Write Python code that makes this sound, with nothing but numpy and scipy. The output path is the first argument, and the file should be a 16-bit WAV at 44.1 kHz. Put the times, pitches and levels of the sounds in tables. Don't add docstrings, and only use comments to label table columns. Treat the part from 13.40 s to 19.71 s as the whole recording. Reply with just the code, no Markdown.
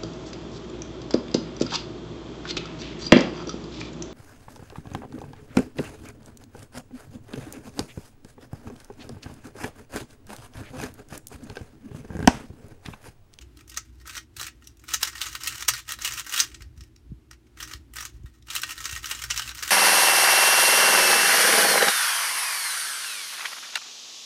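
import sys
import numpy as np
from scipy import signal
from scipy.fft import rfft, irfft, next_fast_len
from scipy.io import wavfile
from scipy.ndimage import uniform_filter1d, map_coordinates

SR = 44100
rng = np.random.default_rng(int(sys.argv[2]) if len(sys.argv) > 2 else 0)


def log_audio(samples):
    frames = np.atleast_2d(samples).T
    limited = np.clip(frames, -1, 1)
    pcm = np.round(limited * 32767).astype(np.int16)
    wavfile.write(sys.argv[1], SR, pcm)


N = 278126

# (frequency [Hz], width [Hz], strength before the ring boost [dB])
SHELL_MODES = [(1293, 68, -4.5), (1448, 23, -9), (1543, 31, -6), (1840, 11, -17), (1876, 27.6, 4.5),
               (2845, 96, -9.5), (3950, 150, -10.5), (5600, 250, -16.5), (6400, 510, -22.5),
               (6780, 47, -20.5)]


def amp(db):
    return 10 ** (np.asarray(db) / 20)


def unit(x):
    return x / np.sqrt(np.mean(x ** 2) + 1e-20)


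def along(points, hz):
    f, v = np.transpose(points)
    return np.interp(np.log(hz + 1), np.log(f + 1), v)


def wobble(rate):
    knots = rng.standard_normal(int(N * rate / SR) + 4)
    return map_coordinates(knots, [np.arange(N) * rate / SR])


def filtered(x, response):
    n = x.shape[-1]
    padded = next_fast_len(n + 4096)
    spectrum = rfft(x, padded) * response(np.fft.rfftfreq(padded, 1 / SR))
    return irfft(spectrum, padded)[..., :n]


def resonance(hz, centre, width):
    return 1j * hz * width / (centre ** 2 - hz * hz + 1j * hz * width)


def cube(hz, ring_db, mode_db=0):
    # (frequency [Hz], relative density [dB per Hz])
    contact_colour = [(240, -45.5), (400, -13), (676, -15.5), (1140, -0.5), (1270, 3), (2180, 1), (2840, 1),
                      (4310, -1), (5690, 1), (8500, -2), (10400, -9), (15000, -7.5), (16000, -14.5)]
    centre, width, db = np.transpose(SHELL_MODES)[..., None]
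    ringing = amp(ring_db + db.T + mode_db) @ resonance(hz, centre, width)
    return amp(along(contact_colour, hz)) * (1 + ringing)


def clicks():
    # (time of peak [s], level of the middle band [dB],
    # hollow low band [dB against that level], pitch of the struck piece [Hz], rattle t60 [s])
    knock_table = [(0.013, -49.5, -10, 7000, 0.049), (0.0227, -50.5, -7, 2700, 0.033),
                   (0.1728, -51, -10, 4060, 0.031), (0.1913, -56.5, 2, 2930, 0.059),
                   (0.2096, -52, -1.5, 2410, 0.03), (0.2789, -52.5, -11, 5940, 0.048),
                   (0.2975, -45, -18, 4900, 0.042), (0.319, -47, -9, 2800, 0.057),
                   (0.344, -42.5, -8, 3600, 0.034), (0.3655, -43, -4, 3880, 0.053),
                   (0.374, -25, -8, 6560, 0.05), (0.6013, -56.5, -8, 4360, 0.048),
                   (0.6137, -59.5, 3, 5330, 0.054), (0.6567, -55, 10, 6030, 0.042),
                   (0.6755, -43.5, 2, 5660, 0.048), (0.696, -38.5, -6, 2300, 0.059),
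                   (0.7527, -39, -2, 3700, 0.094), (0.7679, -36, 1, 5830, 0.075),
                   (0.7794, -34, -5, 2990, 0.026), (0.9673, -41, -5.5, 4200, 0.052),
                   (0.998, -34, -5, 4000, 0.061), (1.0136, -33.5, -1, 5660, 0.048),
                   (1.03, -35.5, -2, 4010, 0.051), (1.044, -36.5, -8, 5900, 0.039),
                   (1.068, -37, -3, 2520, 0.055), (1.0827, -44, 2.5, 2740, 0.051),
                   (1.2242, -59, 4, 2780, 0.026), (1.2434, -56, -16, 5810, 0.077),
                   (1.2736, -41, -23, 5880, 0.024), (1.3716, -61, -13, 6030, 0.03),
                   (1.3966, -56.5, -12, 6520, 0.034), (1.4399, -58.5, 9, 2230, 0.044),
                   (1.4827, -43.5, -7, 4010, 0.079), (1.4897, -39.5, 1, 2230, 0.048),
                   (1.5086, -39.5, -7, 2710, 0.041), (1.539, -21, -9.5, 6300, 0.076),
                   (1.5447, -22, -5.5, 6260, 0.025), (1.6312, -17, -7.5, 5300, 0.027),
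                   (1.6743, -33, -2.5, 5730, 0.06), (1.7304, -43.5, -0.5, 5300, 0.06),
                   (1.7547, -41, 3, 3000, 0.06), (1.7809, -41, -3, 4480, 0.041),
                   (1.8162, -23, -13, 3850, 0.09), (1.8663, -33.5, -8, 6600, 0.09),
                   (1.93, -41.5, -5, 6090, 0.048), (1.9524, -29.5, -2.5, 2900, 0.045),
                   (2.0089, -40.5, -4, 2800, 0.037), (2.036, -33, -17, 5430, 0.042),
                   (2.0616, -32, -8, 4660, 0.048), (2.0738, -25, -12.5, 2740, 0.076),
                   (2.1293, -40.5, -2, 2200, 0.065), (2.181, -38.5, -8, 2840, 0.042),
                   (2.2088, -35.5, -7, 5700, 0.06), (2.2254, -30.5, -2, 3500, 0.033),
                   (2.2834, -19, -11.5, 5450, 0.06), (2.287, -16, -8, 5800, 0.052),
                   (2.2939, -23, -19, 4220, 0.06), (2.3374, -28, -5.5, 4480, 0.074),
                   (2.3672, -37, -7, 2420, 0.048), (2.3791, -41.5, -4, 3060, 0.06),
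                   (2.4919, -31.5, -6, 2930, 0.0336), (2.508, -32.5, -4, 5900, 0.0485),
                   (2.5217, -29, -4, 3130, 0.029), (2.5892, -41.5, 1.5, 3790, 0.0595),
                   (2.6209, -31.5, -13, 6630, 0.07), (2.6484, -25, -10.5, 2800, 0.11),
                   (2.6768, -27.5, -8, 2880, 0.06), (2.7229, -30, -13, 6540, 0.045),
                   (2.7368, -38, -6, 5300, 0.06), (2.777, -33, -6, 2630, 0.054),
                   (2.797, -31.5, -5.5, 6560, 0.032), (2.847, -45, -9, 2890, 0.06),
                   (2.8663, -42, 1.5, 6090, 0.066), (2.8953, -35, -8.5, 6610, 0.051),
                   (2.925, -33, -20, 2760, 0.071), (2.9396, -26, -16, 2850, 0.048),
                   (2.9624, -26.5, -14, 2940, 0.073), (2.9778, -22.5, -10, 3340, 0.053),
                   (2.9948, -21, -12, 3850, 0.055), (3.0022, -12.5, -18, 6000, 0.039),
                   (3.1167, -51.5, -4, 2390, 0.06), (3.1458, -40.5, -10, 7990, 0.041),
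                   (3.2082, -52, 2, 2220, 0.049), (3.2223, -44.5, -3.5, 4480, 0.031),
                   (3.3773, -57.5, -7, 5680, 0.06), (3.4087, -46, -10, 5340, 0.041),
                   (3.4374, -53.5, -18, 2730, 0.028), (3.564, -51.5, -17, 5490, 0.0089),
                   (3.9129, -43.5, -1.5, 6140, 0.0237), (3.9319, -53.5, -1, 2750, 0.058),
                   (4.069, -65, -5.5, 2260, 0.052), (4.174, -51, 1.5, 2260, 0.048),
                   (4.2036, -35.5, -3, 3070, 0.083), (4.2281, -34, -2.5, 5680, 0.072),
                   (4.2765, -43.5, -3, 6180, 0.0315), (4.3131, -44, 1.5, 6070, 0.055),
                   (4.337, -32, -10, 3100, 0.016), (4.5376, -50, 0, 3040, 0.039),
                   (4.559, -47, 4, 2760, 0.043), (4.5674, -36.5, -1, 5260, 0.044),
                   (4.5856, -36, 2, 3600, 0.049), (4.6074, -36.5, -0.5, 5730, 0.042),
                   (4.626, -38.5, -4, 5730, 0.057), (4.653, -34, -5, 6300, 0.037),
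                   (4.8356, -65, -12, 6650, 0.028), (4.8602, -57.5, 2.5, 3640, 0.077),
                   (5.026, -55, -17, 3600, 0.013), (5.0707, -55.5, -1, 2820, 0.048),
                   (5.0859, -45, 0, 2900, 0.048), (5.1036, -31, -8.5, 3800, 0.048),
                   (5.1531, -29, -6, 3980, 0.048), (5.1633, -24, -9, 2970, 0.067),
                   (5.2188, -33.5, -16, 5580, 0.039), (5.2352, -24.5, -2, 2690, 0.041),
                   (5.2928, -36.5, -2.5, 2840, 0.048), (5.3078, -33, -6, 2780, 0.067),
                   (5.3797, -36.5, -4.5, 3820, 0.06), (5.405, -37.5, -3, 6850, 0.035),
                   (5.443, -34, -9, 6630, 0.048), (5.456, -26, -6.5, 5700, 0.033),
                   (5.4938, -38, -7, 2730, 0.059), (5.5123, -35.5, -12, 6720, 0.038),
                   (5.5292, -34.5, -10, 2840, 0.059), (5.553, -35, -12, 2780, 0.048),
                   (5.5632, -33, -1, 6600, 0.034), (5.6444, -31, -3, 2900, 0.028),
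                   (5.6588, -31, -9, 5380, 0.027), (5.6998, -39.5, -4, 2700, 0.074),
                   (5.7129, -26, -6, 2960, 0.065), (5.7502, -35.5, -8, 7240, 0.063),
                   (5.7915, -37, -17, 2820, 0.048), (5.8209, -35, -11, 2260, 0.052),
                   (5.8393, -31, -2.5, 5500, 0.049), (5.9042, -26, -8, 5700, 0.06),
                   (5.9096, -22, -8.5, 2940, 0.052), (5.962, -31.5, -7, 2840, 0.089),
                   (5.9769, -24, -10.5, 5540, 0.06), (5.996, -26.5, -3, 3040, 0.04),
                   (6.0207, -30.5, -12, 2900, 0.072), (6.058, -49, 0, 2650, 0.048),
                   (6.0768, -34.5, -11, 2680, 0.065), (6.0929, -31.5, -9, 4060, 0.048),
                   (6.1166, -40.5, 3, 2860, 0.033), (6.1498, -42.5, -6, 2820, 0.04),
                   (6.1826, -39.5, -8, 2800, 0.025), (6.1912, -36, -5, 6140, 0.04),
                   (6.227, -30.5, -6, 5530, 0.05), (6.2384, -35.5, -1, 4330, 0.04),
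                   (6.2787, -31, -5, 3120, 0.038), (6.2925, -34.5, -1.5, 3550, 0.073)]
    lead_s = .0013
    edge_db, edge_spread_db = -7.5, 4.5
    snap_db, snap_grows = 9, 0.11
    s, db, hollow_db, piece_hz, t60 = np.transpose(knock_table)[..., None]
    before = SR // 40
    t = (np.arange(SR // 9) - before) / SR

    chance = rng.standard_normal((len(s), 2 * len(t) + len(SHELL_MODES) + 1))
    grit, spikes, modes, edge = np.split(chance, [len(t), 2 * len(t), -1], axis=1)
    fade_db = np.where(t < 0, 7 * t / lead_s, -60 * t / np.clip(t60, .004, .1))
    strongest_db = np.clip(snap_db + snap_grows * (db - db.max()), 0, None)
    blow_db = strongest_db * np.exp(-(t / 0.00025) ** 2)
    rattle = grit * amp(2.5 * spikes + fade_db + blow_db)

    def struck(hz):
        piece = 1 + amp(5) * resonance(hz, piece_hz, .12 * piece_hz)
        return cube(hz, 1.7, 3.5 * modes) * piece

    def loudest(x):
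        return np.sqrt(uniform_filter1d(x ** 2, size=110, axis=1).max(axis=1, keepdims=True))

    body = filtered(rattle, struck)
    low = filtered(body, lambda hz: 1 / (1 + (hz / 2200) ** 8))
    high = filtered(body, lambda hz: 1 - 1 / (1 + (hz / 8000) ** 8))
    middle = body - low - high
    bands = [(middle, db), (low, db + hollow_db), (high, db + edge_db + edge_spread_db * edge)]
    knock = sum(amp(level) * x / loudest(x) for x, level in bands)
    at = np.round(s * SR).astype(int) + np.arange(len(t))
    return np.bincount(at.ravel(), knock.ravel(), N + SR)[before:N + before]


def slide():
    # (start [s], length [s], level [dB])
    turn_table = [(0.171, 0.042, -66), (0.302, 0.1, -61), (.43, 0.062, -67.5), (.54, 0.07, -71.5),
                  (0.673, 0.048, -44), (.745, 0.034, -43), (0.986, 0.068, -45), (1.13, 0.056, -74.5),
                  (1.22, .1, -67), (1.418, .04, -66.5), (1.484, 0.064, -42), (1.618, .065, -36.5),
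                  (1.752, .04, -43.5), (1.811, 0.074, -36), (1.915, 0.059, -42), (2.003, 0.11, -40),
                  (2.12, .11, -40), (2.284, .11, -41), (2.486, .05, -41), (2.56, .03, -52.5),
                  (2.623, 0.063, -36.5), (2.72, 0.028, -40), (2.77, 0.033, -35.5), (2.872, 0.07, -42.5),
                  (2.928, 0.094, -30), (3.069, 0.088, -58), (3.199, .05, -68), (3.369, 0.094, -68),
                  (4.193, 0.043, -50), (4.266, .075, -47.5), (4.567, 0.096, -44), (4.74, .025, -65.5),
                  (4.868, 0.13, -70), (5.106, .08, -38), (5.22, 0.058, -47.5), (5.285, .04, -38.5),
                  (5.375, 0.11, -42), (5.494, .09, -39.5), (5.641, .09, -42.5), (5.737, 0.052, -42),
                  (5.817, 0.036, -37.5), (5.904, 0.037, -39.5), (5.96, .08, -41.5), (6.07, 0.038, -42),
                  (6.153, 0.077, -43), (6.223, .09, -38.5)]
    speed_up, slow_down = 701, 449.5
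    t = np.arange(N) / SR
    power = 0
    for s, length, db in turn_table:
        swell_db = speed_up * np.clip(s - t, 0, None)
        fade_db = slow_down * np.clip(t - s - length, 0, None)
        power = power + amp(db - swell_db - fade_db) ** 2
    catching = amp(3 * wobble(90) + 3 * wobble(300) + 3 * rng.standard_normal(N))
    rub = filtered(catching * rng.standard_normal(N), lambda hz: cube(hz, 1.5)[0])
    return np.sqrt(power) * unit(rub)


def thumps():
    # (time [s], peak level [dB], settled pitch [Hz], t60 [s])
    wrist_table = [(3.206, -37.5, 55, 0.13), (3.373, -36.5, 59, 0.28), (3.411, -39, 69, 0.073),
                   (3.699, -34.5, 55.2, .12), (3.717, -29.5, 102, 0.042), (4.344, -35, 56, 0.18),
                   (4.393, -44.5, 70, .08), (4.502, -44, 53, 0.36), (4.739, -39.5, 50, 0.47),
                   (4.796, -40, 72.8, 0.071), (4.841, -31, 54.5, 0.052), (5.527, -34.5, 63, 0.16)]
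    out, t = np.zeros(N + SR), np.arange(SR // 4) / SR
    for s, db, hz, t60 in wrist_table:
        phase = 2 * np.pi * hz * (t + 0.01 * (1 - np.exp(-t / 0.0046)))
        soft_onset = (1 - np.exp(-t / 0.0043)) ** 2
        swing = -np.sin(phase) * amp(-60 * t / t60) * soft_onset
        out[round(s * SR):][:len(t)] += amp(db) * swing / np.abs(swing).max()
    return out[:N]


def room(x):
    # (frequency [Hz], t60 [s])
    decay_table = [(500, 0.075), (2000, 0.13), (6000, 0.14), (14000, 0.051)]
    out, step = np.zeros(N + SR), SR // 8
    for start in range(0, N, step):
        hz, t, z = signal.stft(rng.standard_normal(SR // 3), SR, nperseg=256)
        fading = z * amp(-60 * t / along(decay_table, hz)[:, None])
        tail = signal.istft(fading, SR, nperseg=256)[1]
        answer = signal.fftconvolve(x[start:start + step], tail / np.linalg.norm(tail))
        out[start + 130:][:len(answer)] += answer
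    return out[:N]


def background():
    # (frequency [Hz], relative density [dB per Hz])
    hush_colour = [(150, -24), (200, -13), (250, -10), (320, -1.5), (400, -12.5), (480, -23.5), (680, -25),
                   (1500, -27), (3000, -30.5), (6000, -35.5), (9000, -38.5), (16000, -43)]
    # (frequency [Hz], relative density [dB per Hz])
    rumble_colour = [(25, -19.5), (45, -1), (65, 3), (125, -8), (200, -25.5)]
    # (frequency [Hz], middle level [dB against the drone])
    hum_tones = [(59.5, -3), (119.5, -9), (240, -18.5), (320, -21.5)]
    # (time [s], level [dB])
    drone_levels = [(0.0, -53.5), (0.39, -55), (1.32, -55.5), (1.76, -55.5), (2.72, -54), (2.93, -60),
                    (3.11, -53), (3.28, -52.5), (4.11, -56.5), (4.69, -53), (5.37, -57), (5.62, -53),
                    (6.04, -48.5), (6.31, -54)]
    t = np.arange(N) / SR
    hush = unit(filtered(rng.standard_normal(N), lambda hz: amp(along(hush_colour, hz)) * (hz > 120)))
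    lumpy = amp(2.2 * wobble(10)) * rng.standard_normal(N)
    rumble = unit(filtered(lumpy, lambda hz: amp(along(rumble_colour, hz)) * (hz < 260)))
    hum = 0
    for hz, db in hum_tones:
        tone = np.sqrt(2) * np.sin(2 * np.pi * hz * t + .5 * wobble(7.9))
        hum = hum + amp(db + 4.7 * wobble(18)) * tone
    drone = amp(np.interp(t, *np.transpose(drone_levels))) * (rumble + hum)
    return amp(-62 + 1.7 * wobble(4.6)) * hush + drone


def scene():
    turning = clicks() + slide()
    echo = amp(-10.5) * room(turning)
    return (turning + echo + thumps() + background())[None]


def record(dry):
    top_hz = 15800
    return filtered(dry, lambda hz: (hz < top_hz) / (1 + (26 / (hz + 1)) ** 4))


dry = scene()
out = record(dry)
log_audio(out)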